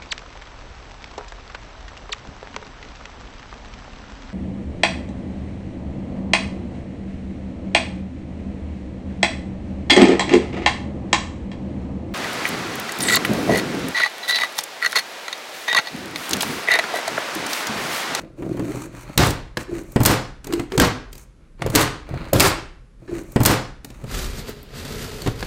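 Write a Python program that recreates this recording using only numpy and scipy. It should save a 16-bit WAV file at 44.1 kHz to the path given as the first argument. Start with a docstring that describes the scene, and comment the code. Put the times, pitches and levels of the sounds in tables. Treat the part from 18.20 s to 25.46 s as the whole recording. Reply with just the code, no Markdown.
"""Cutting straps off a cardboard box

A knife is worked under tight plastic straps on a big cardboard box. The blade scrapes and ticks, made of shaped
noise and irregular slips; straps or panels hum briefly. Each bursting strap cracks, whips and drums the box, whose
panels are a bank of resonances. Loose strap is dragged away, a furnished room answers with dying noise, and a
close microphone with a fast compressor picks it all up. One cut is spliced in a second time."""
import sys
import numpy as np
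from scipy import signal
from scipy.fft import rfft, irfft, next_fast_len
from scipy.io import wavfile

SR = 44100
rng = np.random.default_rng(int(sys.argv[2]) if len(sys.argv) > 2 else 0)


def voltage_ratio(decibels):
    """Convert decibels (scalar or array-like) to amplitude ratios, 20 dB per decade."""
    exponent = np.asarray(decibels, float) / 20
    return 10 ** exponent


def pcm_store(signal):
    """Save signal as 16-bit PCM."""
    levels = np.round(np.clip(np.atleast_2d(signal), -1, 1) * 32767)
    wavfile.write(sys.argv[1], SR, levels.astype(np.int16).T)


N = 320166  # length of the scene in samples

# colour of a sharp crack or tick: (frequency [Hz], level [dB per Hz])
CRACK_COLOUR = [(290, -40.5), (500, -4), (4340, 2.5), (5710, -1), (8090, 1.5), (10500, -6), (13400, -3),
                (16000, -8.5)]


def unit(x):
    """Scale to rms 1."""
    return x / np.sqrt(np.mean(x ** 2) + 1e-20)


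def along(points, hz):
    """Read a curve of (frequency [Hz], value) points on a log frequency axis."""
    f, v = np.transpose(points)
    return np.interp(np.log(hz + 1), np.log(f + 1), v)


def filtered(x, response):
    """Multiply the spectrum of x by a response, given as a function of frequency."""
    m = next_fast_len(len(x) + 8192)
    hz = np.fft.rfftfreq(m, 1 / SR)
    return irfft(rfft(x, m) * response(hz), m)[:len(x)]


def noise(colour, size, tilt_db=0):
    """Coloured noise of rms 1; a positive tilt_db makes it brighter, a negative one duller."""
    def response(hz):
        return voltage_ratio(along(colour, hz) + tilt_db * np.log2(hz / 2000 + 0.048))
    return unit(filtered(rng.standard_normal(size), response))


def add(out, start, x):
    """Mix x in at start seconds."""
    out[round(start * SR):][:len(x)] += x


def slips(rate, spread_db, size=N):
    """Stick-slip: sudden small releases at random moments, about rate per second, of uneven size."""
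    hit = rng.random(size) < rate / SR
    strength = voltage_ratio(spread_db * np.minimum(rng.exponential(size=size), 3))
    return hit * strength * rng.choice([-1, 1], size)


def grit(rate, spread_db, life, share, size=N):
    """Envelope of rms 1: steady contact plus short spurts that fade after each slip, over life seconds."""
    pole = np.exp(-1 / (life * SR))
    spurts = signal.lfilter([1], [1, -pole], abs(slips(rate, spread_db, size)))
    return unit(1 + share * unit(spurts))


def friction(levels, body, rasp_colour, fizz_colour, rough):
    """A low body sound; the same rough contact hisses in a mid band and crackles in a high band."""
    low, mid, high = levels
    rasp = unit(rough ** 0.96) * noise(rasp_colour, N)
    fizz = rough * noise(fizz_colour, N)
    return low * unit(body) + mid * rasp + high * fizz


def box(x):
    """The cardboard panels ring at their resonances."""
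    # (pitch [Hz], width [Hz], level [dB])
    panels = [(65, 52, -1), (111, 170, -6.5), (115.6, 15, 6.5), (188, 100, -4), (284.4, 57, 1.5),
              (330, 38, 2.5), (404, 92, -5.5), (540, 76, -6), (663, 90, -10), (1130, 345, -31.5)]

    def response(hz):
        total = 0
        for k, (centre, width, db) in enumerate(panels):
            damping = 1j * hz * width
            sign = (-1) ** k  # every second resonance is flipped
            total = total + sign * voltage_ratio(db) * damping / (centre ** 2 - hz ** 2 + damping)
        return total
    return filtered(x, response)


def quiet_air():
    """The faint steady background: coloured noise at one level."""
    # (frequency [Hz], level [dB per Hz])
    colour = [(47, -33.5), (80, -11.5), (123, 2), (270, -11.5), (522, -17), (682, -29), (1260, -25.5),
              (3000, -34), (11000, -42), (14300, -74.5), (22000, -120)]
    return voltage_ratio(-53.5) * noise(colour, N)


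def handling():
    """Low rumble of handling: deep noise whose level swells and sinks."""
    # level of the rumble: (time [s], level [dB])
    levels = [
        [(0, -53), (1.1, -37.5), (1.45, -44), (2.79, -41), (3.27, -47.5), (4.23, -34), (4.7, -50), (5.64, -49),
         (6.104, -24), (6.3, -45.5), (7.26, -32)],
    ][0]
    # (frequency [Hz], level [dB per Hz])
    colour = [(15, -51), (25, 7), (45, 9), (70, 0), (110, -18.5), (300, -102)]
    level_db = np.interp(np.arange(N) / SR, *np.transpose(levels))
    return voltage_ratio(level_db) * noise(colour, N)


def swell(start, length, db, peak, fall_db, release_s, attack_s=0.024):
    """Gain of one stroke: a quick start, an arch in dB with its top at the share peak, then a dying tail."""
    t = np.arange(N) / SR - start
    u = np.clip(t / length, 0, 1) - peak
    away = np.where(u < 0, -u / peak, u / (1 - peak))  # 0 at the top of the arch, 1 at either end
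    tail_db = -60 * np.maximum(t - length, 0) / release_s
    return np.clip(1 + t / attack_s, 0, 1) * voltage_ratio(db - fall_db * away ** 2 + tail_db)


def stroking():
    """Gains of creak, rasp and fizz over all blade strokes; the fizz stops soon after the blade."""
    # blade strokes under the strap:
    # (start [s], length [s], creak level [dB], hiss level [dB], fizz level over the hiss [dB])
    strokes = [(-0.04, 0.064, -26.5, -44, -12), (0.182, 0.44, -29, -47.5, -6.5),
               (0.46, 0.21, -43, -44.5, -5), (0.729, 0.115, -42, -46, -4.5), (0.84, 0.14, -37, -46.5, -8),
               (1.382, 0.052, -35.5, -39, -6), (1.507, 0.12, -36, -45, -4.5),
               (1.656, 0.26, -47, -55.5, 5.5), (2.25, 0.19, -36.5, -41.5, -10.5),
               (2.52, 0.047, -30.5, -38.5, -7.5), (2.932, 0.11, -49.5, -54.5, 2),
               (3.184, 0.11, -56, -66.5, -19), (3.399, 0.13, -33.5, -42.5, -17.5),
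               (3.539, 0.027, -21.5, -26, -5), (3.881, 0.25, -33, -40.5, -19),
               (4.802, 0.087, -47.5, -60, -8), (5.637, 0.41, -46.5, -53, -5)]
    linger_s, fizz_stop_s = 0.44, 0.05  # time to die by 60 dB once the blade stops
    total = np.zeros((3, N))
    for start, length, creak_db, hiss_db, bright_db in strokes:
        total[0] += swell(start, length, creak_db, 0.18, 9.5, linger_s)
        total[1] += swell(start, length, hiss_db, 0.56, 9, linger_s)
        total[2] += swell(start, length, hiss_db + bright_db, 0.92, 8.5, fizz_stop_s)
    return total


def short_hums(rate, life):
    """Short hums of a strap, taut or dragged, or of the box panel; each sinks slightly in pitch."""
    # (start [s], length [s], level [dB], middle pitch [Hz])
    hums = [(-0.04, 0.083, -37, 300), (0.191, 0.47, -30, 322), (0.746, 0.22, -54, 330),
            (1.483, 0.13, -29.5, 325), (2.277, 0.15, -25.5, 341), (2.532, 0.05, -25.5, 390),
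            (3.424, 0.089, -26, 126.3), (3.892, 0.1, -27.5, 123), (4.129, 0.017, -13.5, 565),
            (5.836, 0.032, -28.5, 150), (6.243, 0.067, -44, 462), (6.613, 0.56, -41.5, 420.5),
            (7.058, 0.2, -39.5, 440)]
    sag = 0.07  # share of the pitch lost over each hum
    knots, level = [], np.zeros(N)
    for start, length, db, hz in hums:
        knots.append((start, hz * (1 + sag * 0.5)))
        knots.append((start + length, hz * (1 - sag * 0.5)))
        level += swell(start, length, db, peak=0.15, fall_db=5.5, release_s=0.16, attack_s=0.0037)
    pitch = np.interp(np.arange(N) / SR, *np.transpose(knots))
    turn = np.exp(2j * np.pi * np.cumsum(pitch) / SR)
    pole = np.exp(-1 / (life * SR))
    fade = np.convolve([1, -pole], [1, -pole ** 4])  # each random kick rises fast and dies over life seconds
    swing = signal.lfilter([1], fade, slips(rate, 3.1) * turn.conj())
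    return level * unit((swing * turn).imag)


def blade_rub():
    """The blade rubs under the strap: slips creak through the box and rough contact hisses and crackles."""
    # rasp and fizz: (frequency [Hz], level [dB per Hz])
    rasp_colour = [(500, -28), (800, 0), (1360, 0), (1750, -5), (2400, -3), (3300, -15.5), (4300, -10),
                   (5000, -19.5), (7000, -57.5)]
    fizz_colour = [(4500, -33), (5500, -8), (6400, -3), (7400, -5.5), (8300, -5.5), (10000, -10.5),
                   (11500, -16), (12800, -12.5), (16000, -15.5)]
    teeth = grit(70, 3, 0.0015, 0.45)
    creak = box(slips(400, 7.3))
    return friction(stroking(), creak, rasp_colour, fizz_colour, teeth)


def taps():
    """Each contact: a short tick, a dull crunch of card and a push into the box."""
    # blade and strap contacts:
    # (time [s], tick level [dB], knock level [dB], knock pitch [Hz], tick brightness [dB per octave])
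    contacts = [(0.2227, -47, -18, 346, 3), (0.3696, -37, -19.5, 313, 1), (0.3944, -30.5, -12.5, 308, -0.5),
                (0.5092, -38, -21, 390, 9), (0.9762, -2, -6, 151.8, -1.5), (1.1053, -15.5, -19, 340, 2),
                (1.3709, -11.5, -13, 1704, -5.5), (1.634, -42, -58, 339, 7.5), (1.7192, -30, -64.5, 345, 9),
                (1.7607, -6.5, 5, 218, -4.5), (1.8028, -17, -0.5, 153, 1.5),
                (1.8126, -20.5, -7.5, 148, 2.5), (1.8327, -8, -11.5, 273, 6.5), (1.8595, 9, -7, 492, 3.5),
                (2.2436, -25, -36.5, 242, -1.5), (2.2695, -25.5, -22, 343, 2), (2.3245, -18, -22, 289, -3),
                (2.3351, -16, -21, 318, -2), (2.396, -20.5, -11.5, 304, -3.5), (2.52, -18, -21, 370, -7),
                (2.577, -5.5, -7.5, 170, -3.5), (2.5987, -5, -2, 1610, -4), (2.617, -6, 2, 233, 0),
                (2.9285, -27.5, -36, 164, 1.5), (2.9527, -33, -39, 345, 2), (2.9786, -31.5, -41, 215, 3),
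                (3.4201, -9, -17.5, 147.4, -9.5), (3.4625, -23, -9.5, 519, 2),
                (3.4995, -21.5, -18.5, 152, 2), (3.5569, 6.5, 1, 321.6, 1.5), (3.89, -38, -28, 595, -2),
                (3.9401, -34, -23.5, 720, -5), (4.132, -1.5, -4.5, 553, 5),
                (4.162, -11.5, -15.5, 146.7, -5), (4.2035, 9, -16.5, 352, 0), (5.6458, -24, -27, 248, 0.5),
                (5.7022, -32.5, -29.5, 222, -3), (5.8394, -37, -23, 143, -1), (6.2915, -20, -21.5, 453, 21),
                (6.4286, -25.5, -35.5, 233, 21), (7.0187, -24.5, -25, 4450, 1), (7.062, -18, -12, 191, -7),
                (7.073, -15, -12.5, 395, -5), (7.076, -30, -12, 110.7, -5), (7.2059, -24, -36, 468, -4),
                (7.2268, -14.5, -18, 1660, -8), (7.246, -37, -47, 400, -2)]
    # colour of the crunch: (frequency [Hz], level [dB per Hz])
    thud = [(60, -25), (150, 4.5), (400, 0.5), (1200, -12.5), (3000, -23.5), (8000, -71.5)]
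    out, push, t = np.zeros(N + SR), np.zeros(N + SR), np.arange(SR // 5) / SR
    for start, tick_db, knock_db, hz, tilt_db in contacts:
        tick = voltage_ratio(tick_db - 60 * t / 0.022) * (1 - np.exp(-t / 0.0014))
        tick = tick * noise(CRACK_COLOUR, len(t), tilt_db)
        crunch = voltage_ratio(knock_db - 60 * t / 0.05) * (1 - np.exp(-t / 0.0063)) * noise(thud, len(t))
        spring_s = 4 / hz + 0.02  # the struck spot gives and springs back
        dent = voltage_ratio(knock_db + 6.5 - 60 * t / spring_s) * np.sin(2 * np.pi * hz * t)
        add(out, start, tick + crunch + 0.48 * dent)
        add(push, start, dent)
    return out[:N] + 0.36 * box(push[:N])


def bursts():
    """A crack, then the freed strap lashes the box: hiss, drumming and a sizzle that stops when the end lies still."""
    # straps bursting or slipping loose:
    # (time [s], crack level [dB], whip level [dB], drum level [dB], sizzle level [dB], lashing time [s])
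    loose = [(0.9777, 8, -6.5, -5.5, -29, 0.12), (1.8514, -3, -6.5, -8.5, -28.5, 0.074),
             (2.5787, -16, -27, -11.5, -42, 0.049), (2.599, 1, -10, -17.5, -33.5, 0.073),
             (3.551, 0.5, -6.5, -15, -23, 0.08), (4.133, -12, -18, -11, -34.5, 0.087),
             (4.1973, 0, -4.5, -12.5, -20.5, 0.087)]
    # whip, sizzle, and boom of the whole box breathing: (frequency [Hz], level [dB per Hz])
    whip_colour = [(240, -8.5), (400, 5), (579, -1.5), (1090, 3), (3020, -7), (4440, -6.5), (7280, -12),
                   (11000, -55.5), (15000, -78.5), (16000, -62)]
    sizzle_colour = [(1500, -31.5), (4000, -6), (8000, -0.5), (12000, -6.5), (15500, -6.5), (16500, -30)]
    boom_colour = [(35, -30), (60, -7.5), (90, -1), (122, 0), (150, -15.5), (300, -64)]
    out, t = np.zeros(N + SR), np.arange(SR // 2) / SR
    size = len(t)
    for start, crack_db, whip_db, drum_db, sizzle_db, lash_s in loose:
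        crack = voltage_ratio(crack_db + 5 - 60 * t / 0.0092) * (1 - np.exp(-t / 0.0019))
        crack = crack * noise(CRACK_COLOUR, size)
        whip = voltage_ratio(whip_db) * grit(80, 4.6, 0.0037, 0.27, size) * noise(whip_colour, size)
        dull = filtered(whip, lambda hz: 1 / (1 + (hz / 5000) ** 4))
        whip = dull + voltage_ratio(-60 * t / 0.5) * (whip - dull)  # its treble dies first
        panels = unit(box(slips(500, 4.9, size)))
        drum = voltage_ratio(drum_db) * (panels + 0.73 * noise(boom_colour, size))
        sizzle = voltage_ratio(sizzle_db) * grit(370, 4.3, 0.0017, 0.9, size) * noise(sizzle_colour, size)
        sizzle = sizzle / (1 + np.exp((t - lash_s) / 0.013))
        fade = voltage_ratio(-60 * t / 0.35) * (1 - np.exp(-t / 0.012))
        add(out, start, crack + fade * (whip + drum) + sizzle)
    return out[:N]


def clinks():
    """The steel blade rings faintly at its own pitches when it is flicked."""
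    # flicks of the blade: (time [s], level [dB])
    flicks = [(2.6003, -33), (3.4182, -40), (3.4632, -43.5), (3.502, -41), (3.5565, -21.5)]
    # steel ringing: (pitch [Hz], level [dB], time to die by 60 dB [s])
    steel = [(7260, -3, 0.06), (8400, 0.5, 0.053), (9730, -4, 0.07)]
    out, t = np.zeros(N + SR), np.arange(SR // 5) / SR
    scatter_db = rng.normal(0, 2, (len(flicks), len(steel)))  # no two flicks ring quite alike
    for (start, db), chances in zip(flicks, scatter_db):
        for (hz, mode_db, t60), chance_db in zip(steel, chances):
            level = voltage_ratio(db + mode_db + chance_db - 60 * t / t60)
            add(out, start, level * np.sin(2 * np.pi * hz * t))
    return out[:N]


def pulling():
    """Gains of body, rasp and fizz of the dragged strap: harder pulls are brighter."""
    # strength of the pull on the strap: (time [s], level [dB])
    pulls = [
        [(5.87, -52), (5.914, -37.5), (6.026, -35), (6.144, -42), (6.19, -36), (6.238, -48), (6.296, -38.5),
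         (6.354, -50), (6.52, -52), (6.572, -39.5), (6.65, -41.5), (6.834, -36.5), (6.904, -41.5),
         (7.09, -40.5), (7.15, -47.5), (7.21, -42), (7.26, -42.5)],
    ][0]
    t = np.arange(N) / SR
    db = np.interp(t, *np.transpose(pulls))
    inside = np.minimum(t - pulls[0][0], pulls[-1][0] - t)
    on = np.clip(1 + inside / 0.015, 0, 1)  # fades in and out at the ends
    over_db = db + 40  # above a firm pull of -40 dB
    return on * voltage_ratio([-36.5 + 0.89 * over_db, db, -43.5 + 1.5 * over_db])


def strap_drag():
    """Loose strap dragged over cardboard: uneven pressure shapes a low body, a rasp and a fizz."""
    # body, rasp and fizz: (frequency [Hz], level [dB per Hz])
    body_colour = [(47, -24), (80, -3.5), (156, -4), (200, -10), (235, -5), (302, -15), (396, -8),
                   (800, -20.5), (1040, -20.5), (1760, -120)]
    rasp_colour = [(410, -19), (700, -5), (1310, 10), (1430, 8.5), (2200, 5.5), (3680, 4.5), (4800, 5),
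                   (6240, -14), (10600, -120)]
    fizz_colour = [(2820, -2), (4800, 7), (5610, 10), (7400, 9.5), (10200, 3.5), (11200, 2), (12100, 7),
                   (13500, 1), (15100, 1.5), (16000, -39)]
    lumps = grit(60, 3, 0.015, 0.4)  # uneven pressure along the strap
    rough = unit(lumps * grit(200, 4.7, 0.0022, 0.25))
    return friction(pulling(), lumps * noise(body_colour, N), rasp_colour, fizz_colour, rough)


def room(x):
    """Reverberation dying band by band, with a new pattern every third of a second."""
    # (frequency [Hz], time to die by 60 dB [s])
    decay = [(100, 0.55), (500, 0.47), (2000, 0.51), (6000, 0.42), (15000, 0.19)]
    out, step = np.zeros(N + 2 * SR), SR // 3
    for i in range(0, N, step):
        hz, t, bands = signal.stft(rng.standard_normal(SR * 3 // 5), SR, nperseg=256)
        dying = bands * voltage_ratio(-60 * t / along(decay, hz)[:, None])
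        tail = signal.istft(dying, SR, nperseg=256)[1]
        echo = signal.fftconvolve(x[i:i + step], tail / np.linalg.norm(tail))
        add(out, i / SR + 0.006, echo)  # the room answers 6 ms later
    return out[:N]


def scene():
    """Everything near the box, its room, and the quiet air."""
    background = quiet_air() + handling()
    rub = blade_rub() + short_hums(250, life=0.0063)
    near = rub + taps() + bursts() + clinks() + strap_drag()
    return (near + room(voltage_ratio(-12) * near) + background)[None]


def compress(x, top_db, slope, attack, release_db):
    """Gain falls when the short-time level passes top_db; the held level then sinks release_db a second."""
    pole = np.exp(-1 / (attack * SR))
    level_db = 10 * np.log10(signal.lfilter([1 - pole], [1, -pole], x ** 2) + 1e-12)
    climb = release_db * np.arange(N) / SR
    held_db = np.maximum.accumulate(level_db + climb) - climb  # follows rises at once, sinks steadily
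    return x * voltage_ratio(-slope * np.maximum(held_db - top_db, 0))


def soft_clip(x):
    """Peaks are rounded off towards a ceiling of 0.8, then the very top of the treble is cut."""
    rounded = x / (1 + abs(x / 0.8) ** 4) ** (1 / 4)
    return filtered(rounded, lambda hz: 1 / (1 + (hz / 15900) ** 60))


def repeat_cut(x):
    """One stretch is spliced in again later, in place of what was there, with 3 ms crossfades."""
    # (stretch start [s], stretch end [s], heard again after [s])
    start, stop, delay = (1.475, 2.243, 3.4)
    t = np.arange(N) / SR - delay
    again = np.clip(np.minimum(t - start, stop - t) / 0.003, 0, 1)
    return (1 - again) * x + again * np.roll(x, round(delay * SR))


def top_cut(x):
    """Nothing passes above the cut-off."""
    return signal.sosfilt(signal.butter(12, 16970, fs=SR, output="sos"), x)


def record(dry):
    """Fast compressor, soft clipping and the repeated cut make the finished mix."""
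    x = compress(dry[0], top_db=-10, slope=0.68, attack=0.0013, release_db=187)
    mix = repeat_cut(soft_clip(x))
    return top_cut(mix[None])


dry = scene()
out = record(dry)
pcm_store(out)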